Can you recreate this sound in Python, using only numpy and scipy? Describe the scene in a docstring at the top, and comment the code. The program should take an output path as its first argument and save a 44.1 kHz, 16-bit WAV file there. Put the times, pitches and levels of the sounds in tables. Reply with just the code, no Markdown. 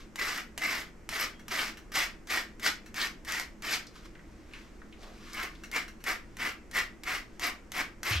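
"""A slicker brush is raked through a dog's matted tail in a small, hard-walled grooming room.
Each stroke lands with a tick, bites and drags its wire pins: random plucks excite the modes of the
brush's back, its hollow, pad and pins. Tearing tufts and rubbing hair are short bands of plucks.
Midway the groomer pauses to turn the tail over, with clinks, knocks (filtered noise) and rustles.
A machine drones throughout as narrow-band noise, and two damped low sines bump at the end."""
import sys
import numpy as np
from scipy import signal
from scipy.fft import rfft, irfft, next_fast_len
from scipy.io import wavfile

SR = 44100
rng = np.random.default_rng(int(sys.argv[2]) if len(sys.argv) > 2 else 0)


def put_to_file(sound):
    """Save the sound as 16-bit audio at rate SR, in the file named by the first command-line argument."""
    columns = np.atleast_2d(sound).T  # one column per channel
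    safe = np.clip(columns, -1, 1)
    whole_steps = np.round(safe * 32767)
    wavfile.write(sys.argv[1], SR, whole_steps.astype(np.int16))


N = 361619  # length in samples

# Strokes of the brush: landing [t/s], tick [relative level/dB], bite after landing [t/s],
# end of pull after landing [t/s], pull [relative level/dB], tightening from bite to end [level/dB],
# hollow ring [relative level/dB], hollow pitch [f/Hz], scratchiness [relative level/dB]
STROKES = [ (0.158, -23, 0.036, 0.24, -37.5, -5, 2.5, 2015, 2),
           (0.5776, -18.5, 0.045, 0.24, -36, -7.5, 3, 2020, 0.5),
           (1.091, -19, 0.027, 0.15, -35.5, 6, -2, 1970, 2),
           (1.482, -24.5, 0.034, 0.2, -35, -9, -7, 1900, 1),
           (1.919, -36, 0.037, 0.13, -33, -6.5, 0.5, 1930, 3),
           (2.272, -33, 0.031, 0.12, -33.5, -0.5, 2, 1900, 3),
           (2.597, -31, 0.032, 0.074, -32, 11, 1, 1940, 3),
           (2.9432, -26.5, 0.021, 0.11, -35.5, 3, 1, 1820, 2),
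           (3.249, -30, 0.031, 0.16, -39.5, 1.5, 7, 1910, 4),
           (3.622, -27.5, 0.015, 0.13, -35.5, 8.5, -3, 1770, 2.5),
           (5.333, -26.5, 0.012, 0.11, -39, 8.5, -4, 2220, -3.5),
           (5.715, -26.5, 0.024, 0.072, -33, -0.5, 2.5, 2120, -1.5),
           (6.040, -25, 0.028, 0.08, -32, 0.5, -0.5, 1980, -2),
           (6.369, -28, 0.029, 0.11, -34.5, 8.5, 1.5, 2000, -2.5),
           (6.713, -31, 0.034, 0.075, -32.5, 9, 6, 1936, 1),
           (7.0354, -26, 0.036, 0.13, -34, 2.5, 1.5, 1990, -2),
           (7.396, -24.5, 0.027, 0.089, -33.5, -0.5, -3, 1960, -1),
           (7.719, -23, 0.03, 0.092, -33, 2.5, -0.5, 1930, -2),
           (8.032, -20, 0.025, 0.11, -32, -1, -2.5, 2030, 1)]
SKIM_DB, BITE_S = -17, 0.019  # level of the skimming pins below their bite; time to dig in
ARCH_DB, RELEASE_DB_PER_S = 2.5, 375  # middle of the pull above its ends; decay as the pins come free


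def pull():
    """Friction envelope: the pins skim the coat, bite, pull through in an arch and come free."""
    t, drag = np.arange(SR // 2) / SR, np.zeros(N)
    for landing, _, bite, length, pull_db, tightening_db, *_ in STROKES:
        way = np.interp(t, [bite, length], [-1, 1])  # -1 at the bite, 1 at the end
        level = pull_db + tightening_db * way / 2 - ARCH_DB * way ** 2
        skim = SKIM_DB * np.clip((bite - t) / BITE_S, 0, 1)
        release = RELEASE_DB_PER_S * np.maximum(t - length, 0)
        add(drag, landing, from_db(level + skim - release))
    return drag


# Resonances of the brush's back: [f/Hz], width [f/Hz], [relative level/dB]
BACK = [(722, 33, -0.5), (1046, 40, -3), (1204, 33, 2), (1293, 34, -9.5), (1565, 42, -1.5),
        (1760, 73, -2.5), (2080, 66, -19.5), (2320, 150, 3), (2880, 500, -2.5)]
# Spectrum of the rubber pad: [f/Hz], [relative density level/dB]
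PAD = [(150, -24.5), (300, -3.5), (500, -8), (880, -6.5), (1200, 1), (2200, 2.5), (3200, -18.5),
       (6000, -40.5)]
# Spectrum of the wire pins: [f/Hz], [relative density level/dB]
PINS = [(1000, -13.5), (2300, -2), (4200, -2), (5200, 1), (6500, -6), (8200, -9), (9800, -23), (12500, -11),
        (14500, -47), (16000, -66)]
# Spectrum of the pin tips: [f/Hz], [relative density level/dB]
TIPS = [(6000, -26), (10000, -10), (12400, -6), (14000, -8.5), (16000, -64)]
CATCH_HZ = 59  # corner frequency of the catching and slipping
HOLLOW_WIDTH_HZ, HOLLOW_FADE_DB_PER_S = 110, 48


def brushing(back_db, hollow_db, pad_db, pins_db, tips_db, catch_db, flex_db, tangle_db):
    """Stick-slip excitation of coupled parts: plucks ring the back, hollow, pad, pins and tips."""
    t, strokes = np.arange(N) / SR, np.array(STROKES)
    current = np.maximum(np.searchsorted(strokes[:, 0], t) - 1, 0)
    landing, _, bite, *_, ring_db, hollow_hz, scratch_db = strokes[current].T
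    drag = pull()
    force = drag * from_db(catch_db * drift(CATCH_HZ))  # the pins catch and slip in the tangles
    slips = plucks(per_s=5000, spread_db=1.5)

    # the load moves across the pad, so the resonances of the back come and go
    back = np.zeros(N)
    for hz, width, db in BACK:
        shifted = np.roll(slips, rng.integers(0, 300))
        back += from_db(db + flex_db * drift(14)) * flexing(shifted, hz, width)
    back = from_db(back_db) * rms_one(back) * force

    # the hollow rings most at the bite, then is damped as hair fills the pins
    hollow_level = hollow_db + ring_db - HOLLOW_FADE_DB_PER_S * np.abs(t - landing - bite)
    hollow = rms_one(flexing(slips, hollow_hz, HOLLOW_WIDTH_HZ)) * from_db(hollow_level) * drag

    pad = colour(plucks(per_s=4000, spread_db=2.0) * force * from_db(pad_db), PAD)
    pins_level = pins_db + scratch_db + tangle_db * drift(20)
    pins = colour(plucks(per_s=5000, spread_db=2.0) * force * from_db(pins_level), PINS)

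    # very uneven plucks sound the tips with a very high ping
    tips_level = tips_db + 0.9 * scratch_db + 3 * drift(50)
    tips = colour(plucks(per_s=3500, spread_db=3.6) * drag * from_db(tips_level), TIPS)
    return back + hollow + pad + pins + tips


DETUNE = 0.022  # rms wander of a resonance, as a share of its frequency


def flexing(x, hz, width_hz):
    """Time-varying resonance by heterodyning: its pitch wanders as the pad flexes; gain 1 on top."""
    r = np.exp(-np.pi * width_hz / SR)
    turn = np.exp(2j * np.pi * np.cumsum(hz * (1 + DETUNE * drift(12.0))) / SR)
    baseband = signal.lfilter([1 - r], [1, -r], x / turn + 1e-18)
    return 2 * (turn * baseband).real


# Tufts tearing out of the mats: loudest [t/s], 1/e half length [t/s], [level/dB], pitch [f/Hz]
TEARS = [(.384, 0.0069, -33.5, 1620), (1.593, 0.017, -35.5, 2420), (3.016, 0.019, -33, 3460),
         (3.689, 0.0052, -35, 1990), (3.738, 0.015, -34, 4330), (8.13, 0.026, -31.5, 2340),
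         (8.171, 0.013, -35, 2740)]


def tears():
    """Rapid successive release: each tearing tuft is a surge of equal plucks in a broad band."""
    return scrapes(TEARS, width=0.79, per_s=4000, spread_db=0.0)


# Spectrum of ticks and snaps: [f/Hz], [relative density level/dB]
TICK = [(200, -8), (800, 9.5), (1800, 15), (4000, 10), (6000, 13), (9500, 1.5), (13000, 6), (16000, -25)]


def landings(landing_db, patter_db):
    """Impact excitation: the bed of pins lands with a crack and a short, softer patter."""
    track = np.zeros(N)
    for s, db, *_ in STROKES:
        impact = burst(0.0017) + from_db(patter_db) * burst(0.033)
        add(track, s, from_db(db + landing_db) * impact)
    return colour(track, TICK)


# Pins snapping free of the biggest knots: [t/s], [relative level/dB]
SNAGS = [(0.377, -30), (3.071, -31), (3.322, -23), (3.398, -23)]


def snags(snag_db):
    """Sudden release of tension: a very short noise burst for each snapping knot."""
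    track = np.zeros(N)
    for s, db in SNAGS:
        add(track, s, from_db(db + snag_db) * burst(0.0075))
    return colour(track, TICK)


# Bent pins springing back: [t/s], [relative level/dB]
PINGS = [(5.344, -45), (5.431, -39.5), (7.468, -35)]


def pings():
    """Elastic recoil: bent pins spring back with a decaying, very high noise band."""
    track = np.zeros(N)
    for s, db in PINGS:
        add(track, s, from_db(db) * burst(0.021))
    return colour(track, TIPS)


SQUEAK_S, SQUEAK_SWELL_S, SQUEAK_FADE_S = 1.342, 0.008, 0.06  # loudest time; time constants
SQUEAK_HZ, SQUEAK_BEND_HZ_PER_S2 = 3230, 22000
SQUEAK_DB, SQUEAK_FLUTTER_DB = -60.5, 4


def squeak():
    """Frequency modulation: a faint, fluttering sine starts level and bends upward as it fades."""
    since = np.clip(np.arange(N) / SR - SQUEAK_S, 0, 0.15)
    pitch = SQUEAK_HZ + SQUEAK_BEND_HZ_PER_S2 * since ** 2
    level = from_db(SQUEAK_DB + SQUEAK_FLUTTER_DB * drift(60))
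    tone = np.sin(2 * np.pi * np.cumsum(pitch) / SR)
    return level * swell(SQUEAK_S, SQUEAK_SWELL_S, SQUEAK_FADE_S) * tone


# Light metallic clinks between strokes: [t/s], [relative level/dB]
CLINKS = [(1.394, -46), (1.7716, -39.5), (2.8602, -42), (5.636, -37), (5.8797, -39.5), (6.004, -49)]
# Resonances of the clinking metal: [f/Hz], width [f/Hz], [relative level/dB]
METAL = [(1630, 440, -4.5), (2140, 61, -4), (2680, 220, -9.5), (3970, 520, -15.5), (5620, 290, -11),
         (11330, 47, -17)]


def clinks(clink_db):
    """Modal excitation: decaying noise jingles a parallel bank of metal resonances."""
    jingle = np.zeros(N)
    for s, db in CLINKS:
        add(jingle, s, from_db(db + clink_db) * burst(0.12))
    return sum(from_db(db) * resonate(jingle, hz, width) for hz, width, db in METAL)


# The brush shifting in the hand: [t/s], [relative level/dB], pitch [f/Hz]
KNOCKS = [(3.8684, -45.5, 4670), (4.153, -47, 1820), (4.192, -49, 1790), (4.536, -39, 2520),
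          (4.8175, -44, 1440), (4.925, -46.5, 2630), (5.03, -48.5, 3360), (5.551, -50, 3480)]


def knocks(knock_db, crack_db):
    """Heavily damped impact: a band of noise for the body and a wider, shorter one for the crack."""
    track = np.zeros(N)
    for s, db, hz in KNOCKS:
        body = resonate_twice(burst(0.056), hz, 0.5 * hz)
        crack = from_db(crack_db) * resonate_twice(burst(0.0056), hz, 2 * hz)
        add(track, s, from_db(db + knock_db) * (body + crack))
    return track


# Palm and hair rubbing on the brush: loudest [t/s], 1/e half length [t/s], [level/dB], pitch [f/Hz]
RUBS = [(4.555, 0.042, -53.5, 1940), (5.012, 0.015, -61, 4500), (5.065, 0.061, -55.5, 560)]


def rubs():
    """Dry friction: sparse, uneven plucks surge in a band around each rub's pitch."""
    return scrapes(RUBS, width=0.68, per_s=780, spread_db=4.5)


# Hair sliding through the hand, and first the tail of an earlier stroke dying away: loudest [t/s], [relative
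# level/dB], # swell time constant [t/s], fade time constant [t/s]
RUSTLES = [(.005, -51.5, .02, 0.026), (3.96, -53, 0.015, 0.034), (4.059, -49, 0.011, 0.0059),
           (4.35, -69, 0.51, .6), (4.55, -55.5, 0.032, 0.081), (5.03, -56, 0.018, 0.055),
           (5.31, -50.5, 0.11, 0.16), (6.33, -70, 0.084, 0.17), (7.35, -66.5, 0.083, 0.058)]
# Spectrum of sliding hair: [f/Hz], [relative density level/dB]
HAIR = [(400, -73), (1100, 0), (3000, -7), (5700, -10), (10000, -24.5), (13500, -25), (16000, -56)]


def rustles(hair_db):
    """Granular friction: dense plucks of hair swell and fade exponentially."""
    slide = sum(from_db(db + hair_db) * swell(s, rise, fall) for s, db, rise, fall in RUSTLES)
    return slide * colour(plucks(per_s=8000, spread_db=3.0), HAIR)


# Phase lag of the left microphone in direct sound: [f/Hz], [phase/rad]
PORT_PHASE = [(200, .05), (700, 0.2), (2800, 0.76), (13000, 0.63)]
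# Left minus right: [f/Hz], [level difference/dB]
LEAN = [(200, -0.5), (1000, 1.2), (4500, 0.5), (8000, 1), (12500, 4.5)]


def room(x, direct_db, wet_db, count=6):
    """Convolution reverberation: sound near the brush feeds a changing mix of room responses."""
    size = next_fast_len(N + SR // 2, real=True)
    hz = np.fft.rfftfreq(size, 1 / SR)
    # the brush travels, so it excites changing sets of reflections
    places = np.array([drift(22) for _ in range(count)])
    places /= np.linalg.norm(places, axis=0)
    wet = 0
    for share in places:
        tails = two_ports(room_tail(build_s=0.00015), room_tail(build_s=0.00017))
        wet = wet + rfft(x * share, size) * rfft(tails, size)
    # the left microphone is later and brighter
    lag = at_hz(PORT_PHASE, hz) * np.array([[1], [0]])
    direct = rfft(x, size) * np.exp(-1j * lag)
    lean = from_db(at_hz(LEAN, hz) * np.array([[0.5], [-0.5]]))
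    return irfft((from_db(direct_db) * direct + from_db(wet_db) * wet) * lean, size)[:, :N]


# Reverberation of the room: [f/Hz], decay by 60 dB [t/s]
ROOM_T60 = [(200, 0.29), (4000, 0.26), (13000, 0.17)]


def room_tail(build_s, size=10):
    """Diffuse exponential decay: reflections build up at once and die sooner in the treble; energy 1."""
    t = np.arange(SR // 2) / SR
    white, hz = rfft(rng.standard_normal(len(t))), np.fft.rfftfreq(len(t), 1 / SR)
    tail = np.zeros(len(t))
    centres = np.geomspace(200, 14000, size)
    for centre, share in zip(centres, np.eye(size)):
        band = irfft(white * at_hz(np.c_[centres, share], hz), len(t))
        tail += band * fade(at_hz(ROOM_T60, centre))
    tail = tail * np.clip(t / build_s - 1, 0, 1)  # silent until build_s, full at twice that
    return tail / np.linalg.norm(tail)


# Dull bumps: [t/s], [level/dB], pitch [f/Hz], decay by 60 dB [t/s]
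BUMPS = [(8.108, -26, 104, 0.17), (8.154, -25, 79, 0.42)]


def bumps():
    """Damped free vibration: soft, heavy contacts boom briefly as low decaying sines."""
    track = np.zeros(N)
    for s, db, hz, t60 in BUMPS:
        add(track, s, from_db(db) * resonate(ring(hz, t60), hz, hz))
    return track


# Spectrum of the room's rumble and hiss: [f/Hz], [relative density level/dB]
ROOM_NOISE = [(18, 4.5), (32, 11.5), (53, -2.5), (140, -12), (226, 0), (330, -10.5), (450, -10),
              (800, -18.5), (2100, -20.5), (3800, -36), (5800, -30.5), (8200, -34), (9300, -42.5),
              (13500, -42.5), (16000, -100)]
# Drone of the machine: [f/Hz], width [f/Hz], [level/dB]
DRONE = [(61.2, 6.5, -61.5), (118.2, 3.6, -66.5), (170.8, 5.8, -67), (215.4, 3.6, -63),
         (324.3, 29.6, -59.5)]


def background(noise_db):
    """Stationary noise: rumble and hiss of the room, with narrow bands as a machine's wavering drone."""
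    track = from_db(noise_db) * colour(rng.standard_normal(N), ROOM_NOISE)
    for hz, width, db in DRONE:
        track += from_db(db) * rms_one(resonate(rng.standard_normal(N), hz, width))
    return track


# Difference between two microphones in diffuse sound: [f/Hz], side minus mid [level/dB]
WIDTH = [(30, -15), (70, -17), (130, -8.5), (350, -10.5), (700, -4), (5000, -4.5), (13000, -3)]


def two_ports(mid, side):
    """Diffuse-field coherence: two close microphones hear alike in the bass, less so higher up."""
    side = colour(side, WIDTH, keep_power=False)
    return np.array([mid + side, mid - side])


def scrapes(rows, width, per_s, spread_db):
    """Band-limited friction: Gaussian surges of plucks, width being a share of each pitch."""
    grains, track = plucks(per_s, spread_db), np.zeros(N)
    for s, half, db, hz in rows:
        band = rms_one(resonate_twice(grains, hz, width * hz))
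        surge = np.exp(-np.minimum(((np.arange(N) / SR - s) / half) ** 2, 20))
        track += from_db(db) * surge * band
    return track


def plucks(per_s, spread_db):
    """Poisson impulses: hairs slip off pins as random clicks of uneven size; rms 1."""
    at = np.flatnonzero(rng.random(N) < per_s / SR)
    clicks = np.zeros(N)
    clicks[at] = from_db(spread_db * np.minimum(rng.exponential(1, N)[at], 5))
    return rms_one(clicks * rng.choice([-1, 1], N))


def drift(rate_hz):
    """Low-pass random process: slow chance with spread 1, computed at every 40th sample."""
    r = np.exp(-2 * np.pi * rate_hz * 40 / SR)
    white = rng.standard_normal(N // 40 + 2002)
    slow = signal.lfilter([1], [1, -2 * r, r * r], white)[2000:]  # drop the filter's start
    return np.interp(np.arange(N) / 40, np.arange(len(slow)), rms_one(slow))


def swell(s, rise_s, fall_s):
    """Exponential growth to 1 at time s, then decay, each with its own time constant."""
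    t = np.arange(N) / SR - s
    return np.exp(-np.maximum(-t / rise_s, t / fall_s))


def fade(t60):
    """Exponential damping over half a second, by 60 dB in t60 seconds."""
    return np.exp(-np.log(1000) * np.arange(SR // 2) / SR / t60)


def burst(t60):
    """Damped white noise."""
    return rng.standard_normal(SR // 2) * fade(t60)


def ring(hz, t60):
    """Damped sine of a struck mode."""
    return np.sin(2 * np.pi * hz * np.arange(SR // 2) / SR) * fade(t60)


def resonate(x, hz, width_hz):
    """Second-order resonance with gain 1 on top."""
    r = np.exp(-np.pi * width_hz / SR)
    poles = [1, -2 * r * np.cos(2 * np.pi * hz / SR), r * r]
    return signal.lfilter(np.array([1, 0, -1]) * (1 - r * r) / 2, poles, x + 1e-18)


def resonate_twice(x, hz, width_hz):
    """Cascade of two equal resonances, for steeper skirts."""
    return resonate(resonate(x, hz, width_hz), hz, width_hz)


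def colour(x, spectrum, keep_power=True):
    """Linear filtering by a spectrum; by default white input keeps its power."""
    h = response(spectrum)
    return signal.oaconvolve(x, h / np.linalg.norm(h) if keep_power else h)[:len(x)]


def response(spectrum, size=4096):
    """Minimum-phase principle: the causal impulse response of a spectrum, by its folded cepstrum."""
    cepstrum = irfft(np.log(from_db(at_hz(spectrum, np.fft.rfftfreq(size, 1 / SR)))))
    cepstrum[1:size // 2] *= 2
    cepstrum[size // 2 + 1:] = 0
    return irfft(np.exp(rfft(cepstrum)))


def at_hz(points, hz):
    """Linear interpolation of a table on a log-frequency axis."""
    points = np.array(points)
    return np.interp(np.log(np.maximum(hz, 1)), np.log(points[:, 0]), points[:, 1])


def from_db(db):
    """Decibel law: level to amplitude gain."""
    return np.exp(np.asarray(db) * (np.log(10) / 20))


def rms_one(x):
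    """Power normalisation to rms 1."""
    return x / np.sqrt(np.mean(x ** 2) + 1e-20)


def add(track, s, sound):
    """Superposition: mix a sound into a track at time s."""
    start = round(s * SR)
    track[start:start + len(sound)] += sound[:N - start]


def scene():
    """Superposition of brush and hands in the room, dull bumps and the room's drone."""
    near = brushing(back_db=-7.0, hollow_db=-3.0, pad_db=-3.0, pins_db=-6.0, tips_db=-19.5,
                    catch_db=2.0, flex_db=2.0, tangle_db=1.3)
    near = near + tears() + landings(landing_db=-3.0, patter_db=-10.5) + snags(snag_db=-1.0)
    near = near + pings() + squeak()
    near = near + clinks(clink_db=10.5) + knocks(knock_db=10.5, crack_db=-9)
    near = near + rubs() + rustles(hair_db=-0.5)
    floor = two_ports(mid=background(noise_db=-51.5), side=background(noise_db=-52.5))
    return room(near, direct_db=0.0, wet_db=-5.0) + bumps() + floor


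def record(dry):
    """Band limitation: an elliptic low-pass cuts steeply above 16 kHz."""
    low_pass = signal.ellip(10, 0.1, 80, 16000, fs=SR, output="sos")
    return signal.sosfilt(low_pass, dry)


dry = scene()
out = record(dry)
put_to_file(out)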